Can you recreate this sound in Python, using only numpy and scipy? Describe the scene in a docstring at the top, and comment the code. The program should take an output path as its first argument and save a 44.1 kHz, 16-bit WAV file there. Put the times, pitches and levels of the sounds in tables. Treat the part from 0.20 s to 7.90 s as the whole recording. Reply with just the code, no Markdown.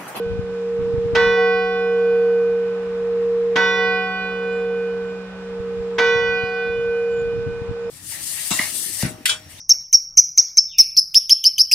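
"""In a churchyard below a bell tower, on a gusty day, a clock hammer slowly strikes a bell.
The bell is split pairs of decaying sines that beat, the low ones ringing on from blow to blow;
shorter modes and a noisy crash join each blow. Wind is low noise and short pushes on two microphone ports.
Shaped noise makes the floor of far traffic, leaves and hiss; faint sliding sines make a small bird."""
import sys
import numpy as np
from scipy import signal
from scipy.io import wavfile

SR = 44100
rng = np.random.default_rng(int(sys.argv[2]) if len(sys.argv) > 2 else 0)


def how_loud(loudness_db):
    """Turn decibels into a plain amplitude multiplier (0 dB gives 1, 20 dB gives 10)."""
    steps = np.asarray(loudness_db, float) / 20
    return 10 ** steps


def wav_record(signal):
    """Record a signal, one row per channel, as 16-bit PCM in the file named by sys.argv[1]."""
    frames = np.transpose(np.atleast_2d(signal))
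    bounded = np.clip(frames, -1, 1)
    # unit amplitude maps onto the largest positive 16-bit level
    quanta = np.round(bounded * 32767).astype(np.int16)
    wavfile.write(sys.argv[1], SR, quanta)


N = 339570   # length in samples
STEP = 32   # samples between values of a slow control


def at_hz(points, hz, column=1):
    """Reads a spectrum on a log-frequency axis."""
    points = np.array(points)
    return np.interp(np.log(hz), np.log(points[:, 0]), points[:, column])


def drift(rate_hz, count=1):
    """Slow chance of spread 1: twice-smoothed noise, one value every STEP samples."""
    r = np.exp(-2 * np.pi * rate_hz * STEP / SR)
    noise = rng.standard_normal((count, N // STEP + 3002))
    slow = signal.lfilter([1], [1, -2 * r, r * r], noise)[:, 3000:]   # skips the settling
    return slow / slow.std(axis=1, keepdims=True)


def full(slow):
    """Stretches coarse controls to every sample."""
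    return np.array([np.interp(np.arange(N) / STEP, np.arange(len(s)), s) for s in slow])


def band(x, low_hz, high_hz, order=2):
    """Butterworth band-pass."""
    return signal.sosfilt(signal.butter(order, [low_hz, high_hz], "band", fs=SR, output="sos"), x)


def ring(clicks, hz, t60):
    """Two-pole resonator: a unit click sets a sine of height 1 ringing, down 60 dB after t60 seconds."""
    r, w = how_loud(-60 / (t60 * SR)), 2 * np.pi * hz / SR
    return signal.lfilter([0, np.sin(w)], [1, -2 * r * np.cos(w), r * r], clicks + 1e-18)


# Blows of the hammer, the first three before the start; they also drive the modes and the crash.
# Each row: start in seconds, strength in dB, delay of the fall-back in seconds, fall-back strength in dB,
# landing spot as dB added to the twins above 600 Hz.
BLOWS = [(-6.30909, .8, .222, -1.9, 0), (-3.86491, .8, .222, -1.9, 0), (-1.47949, .8, .222, -1.9, 0),
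         (.948, 0.01, .222, -.3, -4), (3.35503, 1.7, .22196, -2.4, .5), (5.78065, .4, .21896, -5, 3)]
# Split pairs of the bell.
# Each row: frequency in Hz, twin offset in Hz, t60 in seconds, build-up in seconds (9 ms at the least
# is played), twin left-right difference in dB, beat lag left-right in seconds.
PAIRS = [(188.19, .06, 60, .004, -.1, -.016), (402.89, .44, 28.7, .004, -8, -.3),
         (467.97, -.87, 20.9, .006, -.5, .002), (531.68, -1.1, 10.5, .023, .1, .003),
         (747.85, 1.8, 2.8, .004, .8, -.015), (929.88, -1.95, 1.02, .004, -.4, .05),
         (1103.51, .84, 2.1, .03, -1.7, .005), (1400.6, .12, 2.8, .004, -1, -.094),
         (1511.79, -3.41, 3.8, .004, 4.2, -.003), (1965.28, -2.7, 1.75, .004, -3.8, -.049),
         (2448.09, 3.33, 3.5, .1, .3, -.011), (2960.2, 5.56, 3.3, .022, -.1, .026),
         (3490, 1.99, 2.3, .004, 3, .042), (4031.6, 3.5, 2.5, .02, -3.2, -.05),
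         (4581, 1.47, 2.3, .01, 4, .1), (5126, 10.56, 2.2, .009, -.5, .006),
         (5683.8, 1.49, 1.7, .056, -4.6, 0)]
# What a blow gives each pair, before blow strength and waver.
# Each row: level in dB, twin level against it in dB, time until the twins swell together in seconds,
# rebound in dB added to the fall-back strength, rebound lead in cycles, left-right difference in dB,
# left-right lead in radians.
STRUCK = [(-45, -5, 2.98, -5.5, -0.45, -1.1, 0), (-42, -20, 2.7, -1, -0.15, 2.7, 0.29),
          (-19.5, -8, -.04, -5, -.22, -1.36, .04), (-41.5, -7.5, 0.1, -18, -0.53, -0.4, 0),
          (-29, -8, -0.15, 4, .15, 2.3, 0.11), (-23.5, -11.5, -1.2, -25.5, 0.23, -1.3, .15),
          (-23, -13.5, 0.7, -6, .08, -2.4, 0.66), (-34, -2, -2.5, -16, -0.16, -0.4, -.14),
          (-18, -14, -1.4, -14.5, 0.33, -4.5, .4), (-19.5, -15, -0.5, -8, 0.079, -5, 0.26),
          (-25, -12, -0.5, -8, 0.18, -6.5, 1.1), (-33.5, -10, 1, -14.5, -.18, -4, 1.1),
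          (-30, -12.5, 0.2, -9.5, 0.48, 0, 1.5), (-39.5, -8, 0.4, -12, -.14, -5, 1.6),
          (-37.5, -10, 1.9, -15, -0.26, -4, 0.98), (-42, -8, 0.3, -14, -0.14, -0.7, 0.71),
          (-39.5, -11.5, 0.9, -12, 0.16, -2, -0.019)]


def bell_pairs(waver_db=0.4, waver_rad=0.11):
    """Each pair is two decaying sines; blows and rebounds add to what still rings, in step or against it."""
    out = np.zeros((2, N))
    t = np.arange(N // STEP + 2) * STEP / SR
    side = np.array([[.5], [-.5]])   # left, right
    for (hz, twin_hz, t60, build, twin_pan, lag), struck in zip(PAIRS, STRUCK):
        level_db, twin_db, meet, rebound_db, cycles, pan_db, lead = struck
        swell = np.zeros((2, len(t)), complex)   # height and phase around hz
        for s, db, after, back_db, spot_db in BLOWS:
            rebound = how_loud(back_db + rebound_db) * np.exp(2j * np.pi * cycles)
            twin = how_loud(twin_db + spot_db * (hz > 600) + side * twin_pan)
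            for at, gain in ((s, how_loud(db)), (s + after, rebound)):
                u = np.clip(t - at, 0, None)
                beat = 1 + twin * np.exp(2j * np.pi * twin_hz * (u - meet - side * lag))
                rise = 1 - np.exp(-u / max(build, .009))
                start_phase = np.exp(-2j * np.pi * hz * at)
                swell += gain * start_phase * rise * how_loud(-60 * u / t60) * beat
        air = drift(2.5, count=4) * hz / 1000   # waver grows with frequency
        swell = swell * how_loud(level_db + side * pan_db + waver_db * air[:2])
        swell = swell * np.exp(1j * (side * lead + waver_rad * air[2:]))
        turn = 2 * np.pi * (hz * np.arange(N) / SR + rng.random())
        out += full(swell.real) * np.cos(turn) - full(swell.imag) * np.sin(turn)
    return out


# Gusts, each on one port, before the wind's level trim and lumps.
# Each row: middle in seconds, half-width to 1/e in seconds, level in dB, port (0 left, 1 right).
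GUSTS = [(.12, 0.085, -30, 0), (.22, 0.1, -34.5, 1), (.73, 0.14, -31.5, 1), (.9, 0.17, -32.5, 0),
         (1.2, .1, -43.5, 0), (3.47, 0.085, -53, 0), (3.47, 0.091, -57, 1), (4.95, 0.075, -49, 0),
         (5.55, 0.21, -44, 1), (6.07, 0.17, -36, 0), (6.59, 0.13, -35.5, 1), (7., .1, -40, 0),
         (7., 0.084, -39, 1), (7.24, 0.12, -30.5, 1), (7.32, 0.11, -31.5, 0), (7.5, .07, -34.5, 1),
         (7.62, 0.055, -46, 1)]
# Strongest buffets.
# Each row: middle in seconds, level in dB, frequency in Hz, port (cut to a whole number: 0 left, 1 right).
BUFFETS = [(.068, -26, 110, 0), (.137, -23, 96, 0), (.157, -25, 108, 1), (0.194, -13.5, 101, 0.99),
           (.743, -15, 107, 1), (.782, -17, 116, 0), (0.784, -19, 78, 1), (.86, -20, 119, 0),
           (.936, -15.5, 106, 0), (5.404, -24.5, 86, 1), (5.609, -26, 75, 1), (5.962, -23.5, 104, 0),
           (6.239, -20, 111, 0), (6.663, -30, 103, 1), (7.137, -24, 113, 1), (7.164, -23, 107, 1),
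           (7.191, -22, 99, 1), (7.268, -19, 112, 1), (7.275, -19, 116, 0.038), (7.289, -23, 102, 0.99),
           (7.42, -19, 107, 0), (7.495, -17.5, 91, 0.99), (7.513, -17, 117, 1)]
CALM_DB = -54.5   # wind pressure between gusts, before the level trim
BUFFET_CYCLES = 0.64   # half-width of a buffet to 1/e, in cycles
# Chance buffets: rate per port on average, highest level over the untrimmed gust, middle frequency
SMALL_PER_S, SMALL_OVER_DB, SMALL_HZ = 9., 9.5, 99


def wind(lumpy_db=5.0, level_db=-3.0, snap_db=-8.0):
    """Turbulence at each port: lumpy low noise of its own, plus buffets as short pushes."""
    rumble = band(rng.standard_normal((2, N)), 45, 150)
    wide = band(rng.standard_normal((2, N)), 22, 260, order=3)
    noise = rumble + how_loud(-8) * wide
    t, gust = np.arange(N) / SR, np.full((2, N), how_loud(CALM_DB))
    for s, width, db, port in GUSTS:
        gust[int(port)] += how_loud(db) * np.exp(-((t - s) / width) ** 2)
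    lumps = how_loud(lumpy_db * full(drift(12, count=2)))
    out = how_loud(level_db) * gust * lumps * noise / noise.std()
    pushes = [(s, how_loud(db), hz, int(port)) for s, db, hz, port in BUFFETS]
    for when, size, pitch, port in rng.random((200, 4))[:round(2 * SMALL_PER_S * N / SR)]:
        s, port = .04 + when * (N / SR - .08), round(port)
        height = gust[port, round(s * SR)] * how_loud(SMALL_OVER_DB - 7 * size)
        pushes.append((s, height, SMALL_HZ * (.7 + .6 * pitch), port))
    u = np.arange(-1500, 1500) / SR
    for (s, size, hz, port), turn in zip(pushes, rng.random(300)):
        push = np.exp(-(hz * u / BUFFET_CYCLES) ** 2) * np.cos(2 * np.pi * (hz * u + turn))
        edge = np.exp(-(250 * u) ** 2) * np.cos(2 * np.pi * (2.4 * hz * u + turn))
        middle = round(s * SR)
        out[port, middle - 1500:middle + 1500] += size * (push + how_loud(snap_db) * edge)
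    return out


# Traffic, leaves and microphone hiss, before flicker and port trim.
# Each row: frequency in Hz, level in dB per Hz.
FLOOR = [(40, -73.5), (80, -73.5), (140, -77.5), (280, -76.5), (620, -74.5), (1250, -74), (1750, -80.5),
         (2700, -83), (4300, -89.5), (6500, -96.5), (9000, -104), (11000, -115), (13000, -117),
         (15000, -121)]
# The floor below 2500 Hz swells as traffic comes and goes. Each row: time in seconds, change in dB.
TRAFFIC = [(0, -1.5), (1.2, 0), (2.2, 0.5), (3., 1), (4., 1), (5., -0.5), (6., -0.5), (7., -1.),
           (7.7, -0.5)]
# Left-right likeness of the floor. Each row: frequency in Hz, likeness from -1 to 1.
LIKENESS = [(60, 0.86), (150, 0.71), (500, .9), (1100, .7), (2000, 0.41), (3300, -0.38), (5500, -.3),
            (9700, -0.18)]


def surroundings(patchy_db=0.63):
    """Half-octave bands of stereo noise, each with its own level, flicker and likeness."""
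    out, edges = 0, 30 * 2 ** np.arange(0, 9.1, .5)
    swell_db = np.interp(np.arange(N) / SR, *np.transpose(TRAFFIC))
    white = rng.standard_normal((2, 2, N)) * np.sqrt(SR / 4)
    for k, (low, high) in enumerate(zip(edges, edges[1:])):
        mid, side = band(white[k % 2], low, high)   # neighbouring bands use separate noise
        hz = np.sqrt(low * high)
        alike = np.clip(at_hz(LIKENESS, hz), -1, 1)
        flicker_db = patchy_db * full(drift(4.6))[0]
        gain = how_loud(at_hz(FLOOR, hz) + swell_db * (hz < 2500) + flicker_db)
        out = out + gain * (np.sqrt(1 + alike) * mid + np.sqrt(1 - alike) * side * [[1], [-1]])
    return out * how_loud([[-.5], [.8]])


def hammer(spread_s, count):
    """Each blow from the start on reaches each port as a short swarm of echoes of random strength."""
    force = np.zeros((2, N))
    for s, db, *rebound in BLOWS[3:]:
        lags = rng.gamma(2.5, spread_s, (2, count))
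        for port in range(2):
            arrivals = ((s + lags[port]) * SR).astype(int)
            np.add.at(force[port], arrivals, how_loud(db) * rng.standard_normal(count))
    return how_loud(0.76) * force / np.sqrt(count)


# Shorter single modes, before hammer force and port balance.
# Each row: frequency in Hz, level in dB, t60 in seconds.
SHORT_MODES = [(958, -33.5, 0.82), (1188, -37.5, 1.2), (1326, -43, .7), (1685, -48, 1.4), (1707, -34, .5),
               (1793, -36.5, 0.99), (2627, -48.5, 1.9), (2920, -42, 1.1), (3036, -46.5, 1.3),
               (3375, -46, 1.4), (3730, -44.5, 1), (3898, -43.5, 0.91), (4030, -45, 1.6), (4290, -53, 1.2),
               (4390, -44.5, .6), (4760, -48.5, 1.2), (5000, -53.5, .7), (5490, -48, 1.6), (5932, -58, 1.2),
               (6105, -56, 1.), (6223, -49.5, 1.2), (6270, -52, 0.5), (6900, -57.5, 1.2), (7052, -59, 1.1),
               (7316, -61, 0.46), (8100, -59.5, .5), (8667, -64, 0.65), (9000, -63, .9), (9200, -66.5, .55),
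               (9800, -68, 0.82)]
# Clang of the dense upper modes, before chance, hammer force and port balance.
# Each row: frequency in Hz, level in dB, t60 in seconds.
CLANG = [(250, -48.5, .25), (600, -49.5, 0.25), (1190, -40.5, 0.54), (2500, -44, 0.67), (4500, -53, .5),
         (7000, -63.5, .4), (10000, -79, .3), (15000, -88.5, .15)]


def bell_modes(shared=.8, right_db=3.0):
    """Resonators for short single modes and a dense thicket of weak ones, all struck by the same blows."""
    modes = list(SHORT_MODES)
    for hz in np.geomspace(230, 15000, 110) * rng.uniform(0.98, 1.03, 110):
        modes.append((hz, at_hz(CLANG, hz) + rng.normal(0, 4), at_hz(CLANG, hz, column=2)))
    out = np.zeros((2, N))
    forces = [hammer(.004, count=12) for k in range(6)]
    for k, (hz, db, t60) in enumerate(modes):
        force = forces[k % 6]
        push = shared * force[0] + np.sqrt(1 - shared ** 2) * force   # the left swarm goes to both ports
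        out += how_loud(db) * ring(push, hz, t60)
    return out * how_loud(right_db / 2 * np.array([[-1], [1]]))


# Noisy crash of the blow and its scatter off the stone.
# Each row: low edge in Hz, high edge in Hz, crack level in dB, tail level in dB, tail t60 in seconds.
CRASH = [(223, 390, -36, -40.5, 0.37), (490, 1100, -29, -34.5, 0.44), (1070, 2200, -21, -33, 0.43),
         (2220, 3500, -20, -39.5, 0.45), (3500, 5000, -31, -43, .4), (5060, 6500, -33.5, -48.5, .4),
         (6550, 10200, -47.5, -63.5, .3), (12000, 15500, -65, -84, .2)]


def crash(rise_s=0.0037, crack_s=0.017, shared=0.78):
    """Noise that jumps up at each blow, holds while the belfry echoes arrive, then dies band by band."""
    t, out = np.arange(N) / SR, 0
    since = np.min([np.where(t > s, t - s, 9.) for s, *rest in BLOWS], axis=0)   # seconds since last blow
    white = rng.standard_normal((3, N))
    white = shared * white[2] + np.sqrt(1 - shared ** 2) * white[:2]
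    crack = np.exp(-(since / crack_s) ** 2)
    rise = (1 - np.exp(-since / rise_s)) ** 2
    for low_hz, high_hz, crack_db, tail_db, t60 in CRASH:
        noise = band(white, low_hz, high_hz, order=4)
        tail = how_loud(tail_db - 60 * since / t60)
        out = out + rise * (how_loud(crack_db) * crack + tail) * noise / noise.std()
    return out


# Thin, mostly falling bird notes, before warble and roughness.
# Each row: start in seconds, length in seconds, first pitch in Hz, last pitch in Hz, level in dB.
CHIRPS = [(4.217, .24, 7600, 7300, -67.5), (4.82, 0.24, 7450, 7250, -68), (5.55, 0.18, 7450, 7350, -68.5),
          (5.74, .04, 7600, 7700, -63), (6.22, 0.13, 7550, 7300, -73), (6.885, 0.16, 7360, 7100, -58.5),
          (7.56, .14, 7200, 7150, -71), (7.648, 0.055, 5250, 5250, -62)]


def bird(warble_hz=60., rough_db=5.0):
    """Faint sines that slide in pitch, blurred by distance and leaves as random warble and roughness."""
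    out, shake = np.zeros((2, N)), full(drift(40, count=3))
    for s, length, from_hz, to_hz, db in CHIRPS:
        at = np.arange(round(s * SR), min(round((s + length) * SR), N))
        pitch = np.linspace(from_hz, to_hz, len(at)) + warble_hz * shake[2, at]
        tone = np.sin(2 * np.pi * np.cumsum(pitch) / SR) * np.hanning(len(at)) ** .5
        out[:, at] += how_loud(db + rough_db * shake[:2, at]) * tone
    return out


def scene():
    """Bell, wind, surroundings and bird."""
    return bell_pairs() + wind() + surroundings() + bell_modes() + crash() + bird()


def top_cut(x):
    """Nothing passes above the cut-off."""
    return signal.sosfilt(signal.butter(12, 15700, fs=SR, output="sos"), x)


def record(dry):
    """A band-stop filter leaves a gap in the treble near 11 kHz."""
    gap = signal.butter(2, [10300, 12100], "bandstop", fs=SR, output="sos")
    notched = signal.sosfilt(gap, dry)
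    return top_cut(notched)


dry = scene()
out = record(dry)
wav_record(out)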